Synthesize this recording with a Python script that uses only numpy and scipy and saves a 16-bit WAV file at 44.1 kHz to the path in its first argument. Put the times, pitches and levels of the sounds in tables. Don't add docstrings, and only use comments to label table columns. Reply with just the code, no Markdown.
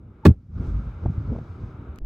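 import sys
import numpy as np
from scipy import signal
from scipy.io import wavfile
from scipy.ndimage import uniform_filter1d, minimum_filter1d

SR = 44100
rng = np.random.default_rng(int(sys.argv[2]) if len(sys.argv) > 2 else 0)


def unload_audio(sound):
    columns = np.transpose(np.atleast_2d(sound))
    steps = np.round(np.clip(columns, -1, 1) * 32767)
    wavfile.write(sys.argv[1], SR, steps.astype(np.int16))


N = 90669
TIME = np.arange(N) / SR
BANG_S, FLAME_END_S = 0.252, 1.988

# time in seconds, level in dB.
RUMBLE_LEVEL = [(0, -43.5), (.1, -41), (.15, -50), (.24, -46), (.42, -45.5), (.5, -41), (.58, -28.5),
                (.82, -27.5), (.94, -36.5), (1.03, -30.5), (1.14, -30.5), (1.33, -28), (1.42, -33.5),
                (1.48, -45.5), (1.63, -33.5), (1.72, -42.5), (1.98, -41)]
ROAR_LEVEL = [(0, -53), (.22, -54), (.32, -52.5), (.4, -72.5), (.52, -65), (.62, -36.5), (.72, -45.5),
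              (.95, -57.5), (1.04, -40.5), (1.14, -50), (1.27, -43), (1.335, -34), (1.42, -46.5),
              (1.52, -51.5), (1.63, -42), (1.73, -49.5), (1.82, -46), (1.98, -48.5)]
RUSH_LEVEL = [(0, -70), (.22, -61.5), (.28, -54.5), (.35, -78.5), (.48, -77.5), (.58, -54.5), (.63, -52.5),
              (1.35, -54), (1.55, -55), (1.98, -54.5)]
HISS_LEVEL = [(0, -104), (.24, -88), (.5, -85.5), (.58, -71.5), (.65, -65.5), (.97, -76.5), (1.12, -72),
              (1.38, -73), (1.7, -74.5), (1.95, -99)]
# frequency in Hz, relative strength there in dB.
RUMBLE_COLOUR = [(25, -25), (45, -0.5), (72, 2.5), (110, -1), (170, -11.5), (240, -15), (340, -38.5)]
ROAR_COLOUR = [(190, -1), (260, -1), (410, -6.5), (520, -19), (700, -26)]
RUSH_COLOUR = [(450, 0.5), (620, 0), (900, -2), (1400, -2.5), (1800, -17), (2250, -18.5), (2850, -20),
               (4500, -36.5)]
SIZZLE_COLOUR = [(10000, 0), (15500, 0)]
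HISS_COLOUR = [(2500, -1), (3700, -2.5), (5500, -3.5), (7500, -14), (9500, -23), (15500, -22)]
AIR_COLOUR = [(2000, 6.5), (5000, -2.5), (15500, -9.5)]
CRACK_COLOUR = [(150, -0.5), (380, 2.5), (550, -11), (1100, -21.5), (1750, -19), (2700, -25), (4200, -21.5),
                (6300, -44), (7600, -27), (10000, -44.5), (15500, -38)]
SCATTER_COLOUR = [(100, 0.5), (380, -4.5), (600, -18), (1200, -30), (2200, -39), (4200, -45),
                  (15500, -53.5)]
PUFF_COLOUR = [(200, 12), (400, 1.5), (600, 4), (850, -6), (1150, -22.5), (1700, -27.5), (2400, -41)]
WIND_COLOUR = [(18, 8.5), (50, -10.5), (100, -33), (250, -31), (600, -49.5), (1800, -82.5)]
# frequency in Hz, left minus right in dB,
# how alike the two sides are (1 means the same).
FLAME_STEREO = [(700, 0.5, 1), (900, 0, 0.98), (1340, 4.5, 0.35), (2270, -1.5, 0.39), (4400, 4, 0.75),
                (8000, 0.5, 0.41), (11000, 0, .05)]
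CRACK_STEREO = [(500, 1, 1), (690, -6.5, 0.92), (1290, -3.5, 0.48), (2400, -0.5, 0.96), (4380, 3.5, 0.24),
                (8100, 0, 0.04), (15000, -1.5, 0.26)]
# low and high edge in Hz, dB relative to the rush.
DRONES = [(1214, 1393, -5.5), (2030, 2350, -16.5), (3420, 3850, -27)]
# time in seconds, pitch in Hz, level in dB, half-width in seconds.
POPS = [(0.2415, 890, -40.5, 0.0055), (1.0555, 390, -27.5, 0.0029), (1.0603, 786, -26, 0.0017),
        (1.0602, 1400, -43.5, 0.0011)]
# start in seconds, level in dB, length in seconds.
SHOCKS = [(0.2544, -6.5, 0.0032), (0.2604, -9, 0.0049)]
# pitch in Hz, level in dB.
RING_TONES = [(555, -20.5), (664, -23), (866, -24.5), (1004, -30.5), (1123, -21), (1385, -29),
              (1703, -23.5), (2126, -31), (2520, -34)]
# pitch in Hz, level in dB, then rise, hold and fade in seconds.
BOOM_TONES = [(83.2, -4.5, 0.028, 0.061, 0.056), (180.5, -12, 0.014, 0.041, 0.075),
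              (231.8, -14.5, 0.014, 0.042, 0.052), (305.9, -12, 0.0023, 0.019, 0.094),
              (408, -15.5, 0.0062, 0.015, 0.098)]
# start in seconds, level in dB before
# filtering, top frequency in Hz.
TICKS = [(0.67, -46, 9000), (1.038, -46, 4000), (1.959, -38.5, 9100), (1.9863, -23.5, 3020)]
# start in seconds, level in dB, pitch in Hz, fade in seconds.
FLAPS = [(0.674, -21.5, 52.2, 1), (0.757, -23, 63.8, 0.49), (1.058, -10, 98, 0.04), (1.08, -16, 75, 0.082),
         (1.097, -16, 133.5, 0.052), (1.178, -18, 98.3, .12), (1.317, -22.5, 236, 0.09),
         (1.499, -29, 85.5, 0.22), (1.635, -22, 67.5, 0.076), (1.742, -28, 110, 0.072),
         (1.791, -26, 107, 0.053), (1.889, -30.5, 69.7, 0.28)]
# time in seconds, level in dB, half-width in seconds.
PUFFS = [(1.038, -35, 0.0017), (1.063, -31, 0.0062), (1.328, -34.5, 0.0034), (1.353, -34, 0.0033),
         (1.363, -31.5, 0.0026), (1.388, -33.5, 0.0035)]


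def from_db(db):
    return 10 ** (np.asarray(db) / 20)


def level(rows):
    return from_db(np.interp(TIME, *np.transpose(rows)))


def at_hz(rows, hz):
    freqs, *columns = np.transpose(rows)
    return [np.interp(np.log(hz), np.log(freqs), column) for column in columns]


def keep_band(sound, kind, hz, order=2):
    return signal.sosfilt(signal.butter(order, hz, kind, fs=SR, output="sos"), sound + 1e-18)


def drift(rate_hz):
    step = 40
    pole = np.exp(-2 * np.pi * rate_hz * step / SR)
    slow = signal.lfilter([1], [1, -2 * pole, pole ** 2], rng.standard_normal(N // step + 2002))[2000:]
    return np.interp(np.arange(N) / step, np.arange(len(slow)), slow / slow.std())


def noise(colour, stereo=FLAME_STEREO, flicker_db=0, steady_s=0):
    edges = 12.5 * 2 ** (np.arange(33) / 3)
    sides = np.array([[1], [-1]])
    total, white = 0, rng.standard_normal((2, 2, N + SR // 4))
    for k, (low, high) in enumerate(zip(edges, edges[1:])):
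        hz = np.sqrt(low * high)
        if not colour[0][0] / np.sqrt(2) < hz < colour[-1][0] * np.sqrt(2):
            continue
        band = keep_band(white[k % 2], "band", [low, high])[:, -N:]
        if steady_s:
            power = uniform_filter1d(band ** 2, int(SR * max(steady_s, 2 / hz)))
            band = band * band.std() / np.sqrt(power + 1e-18)
        pan_db, alike = at_hz(stereo, hz)
        pair = np.sqrt(1 + alike) * band[0] + np.sqrt(1 - alike) * band[1] * sides
        gain = from_db(at_hz(colour, hz)[0] + (flicker_db * drift(15) if flicker_db else 0))
        total = total + gain * from_db(sides * pan_db / 2) * pair
    return total / total.std()


def envelope(start, rise, hold, fade):
    age = TIME - start
    rising = np.sin(np.clip(age / rise, 0, 1) * np.pi / 2) ** 2
    return rising * from_db(-60 * np.clip((age - hold) / fade, 0, 10))


def swell(start, hz, db, rise, hold, fade):
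    return from_db(db) * envelope(start, rise, hold, fade) * np.sin(2 * np.pi * hz * (TIME - start))


def bump(time, db, half_width):
    return from_db(db) * np.exp(-((TIME - time) / half_width) ** 2)


def torch_flame():
    flutter = from_db(-0.5 + 1.8 * drift(rate_hz=20))
    rumble = level(RUMBLE_LEVEL) * flutter * noise(RUMBLE_COLOUR, flicker_db=0.5, steady_s=0.04)
    roar = level(ROAR_LEVEL) * noise(ROAR_COLOUR, flicker_db=2, steady_s=0.04)
    rush = noise(RUSH_COLOUR, flicker_db=0.66) + from_db(-34) * noise(SIZZLE_COLOUR)
    rush = level(RUSH_LEVEL) * rush + level(HISS_LEVEL) * noise(HISS_COLOUR, flicker_db=1.5)
    rush += 0.14 * np.roll(rush, round(0.0008 * SR), axis=1)
    for low, high, db in DRONES:
        white = rng.standard_normal((2, N)) + 0.91 * rng.standard_normal(N)
        drone = keep_band(white, "band", [low, high])
        rush += level(RUSH_LEVEL) * from_db(db) * drone / drone.std()
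    return rumble + roar + rush


def air():
    return from_db(-87) * noise(AIR_COLOUR)


def flame_pops():
    return sum(bump(time, db, half_width) * np.cos(2 * np.pi * hz * (TIME - time))
               for time, hz, db, half_width in POPS)


def balloon_crack():
    crack = from_db(-15.5) * noise(CRACK_COLOUR, CRACK_STEREO, steady_s=0.026)
    crack *= envelope(BANG_S - 0.0025, rise=0.005, hold=0.017, fade=0.026)
    reflection = from_db(-14.5) * keep_band(np.roll(crack, int(0.0096 * SR), axis=1), "high", 1890)
    ring = sum(swell(BANG_S + rng.random() / hz, hz, db, rise=0.0044, hold=0.01, fade=0.04)
               for hz, db in RING_TONES)
    late_ring = np.interp(TIME - 0.00008, TIME, ring)
    ring = np.array([from_db(-3) * late_ring, from_db(3) * ring])
    scatter = from_db(-13) * noise(SCATTER_COLOUR, CRACK_STEREO, steady_s=0.055)
    scatter *= envelope(BANG_S, rise=0.017, hold=0.017, fade=0.11)
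    return crack + reflection + ring + scatter


def fireball_boom():
    start_hz, halving_s = 271.5, 0.03596
    hz = start_hz * 2 ** (-np.clip(TIME - BANG_S, 0, 1) / halving_s)
    tone = np.sin(2 * np.pi * np.cumsum(hz * (TIME > BANG_S)) / SR)
    thump = from_db(-7) * envelope(BANG_S, rise=0.026, hold=0.055, fade=0.07) * tone
    return thump + sum(swell(BANG_S, *row) for row in BOOM_TONES)


def shock_waves():
    pressure = np.zeros(N)
    for start, db, length in SHOCKS:
        passing = (TIME > start) & (TIME < start + length)
        pressure += from_db(db) * (2 * (TIME - start) / length - 1) * passing
    return keep_band(pressure, "low", 1560, order=1)


def ticks():
    total, white = 0, rng.standard_normal((2, N))
    for start, db, top_hz in TICKS:
        burst = from_db(db) * envelope(start, rise=0.0006, hold=0, fade=0.0049) * white
        total = total + keep_band(burst, "band", [1500, top_hz], order=1)
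    return total


def flame_flaps():
    flaps = sum(swell(start, hz, db, rise=0.0047, hold=0.0047, fade=fade)
                for start, db, hz, fade in FLAPS)
    puffs = noise(PUFF_COLOUR, steady_s=0.0024) * sum(bump(*row) for row in PUFFS)
    return flaps + puffs


def wind():
    onset = envelope(FLAME_END_S, rise=0.024, hold=1, fade=1)
    return from_db(-22) * noise(WIND_COLOUR, steady_s=0.07) * onset


def scene():
    explosion = balloon_crack() + fireball_boom() + shock_waves()
    torch = torch_flame() + flame_pops() + flame_flaps()
    torch *= 1 - np.clip((TIME - FLAME_END_S) / 0.002, 0, 1)
    return explosion + torch + ticks() + wind() + air()


def record(dry):
    bass_cut = signal.butter(3, 740, "high", fs=SR, output="sos")
    side = signal.sosfiltfilt(bass_cut, (dry[0] - dry[1]) / 2)
    mix = dry.mean(axis=0) + np.array([side, -side])
    ceiling, span = 0.92, int(0.004 * SR)
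    gain = np.minimum(1, ceiling / (np.abs(mix).max(axis=0) + 1e-9))
    gain = uniform_filter1d(minimum_filter1d(gain, span), span)
    treble_cut = signal.ellip(10, 0.1, 80, 16200, fs=SR, output="sos")
    return signal.sosfilt(treble_cut, mix * gain)


dry = scene()
out = record(dry)
unload_audio(out)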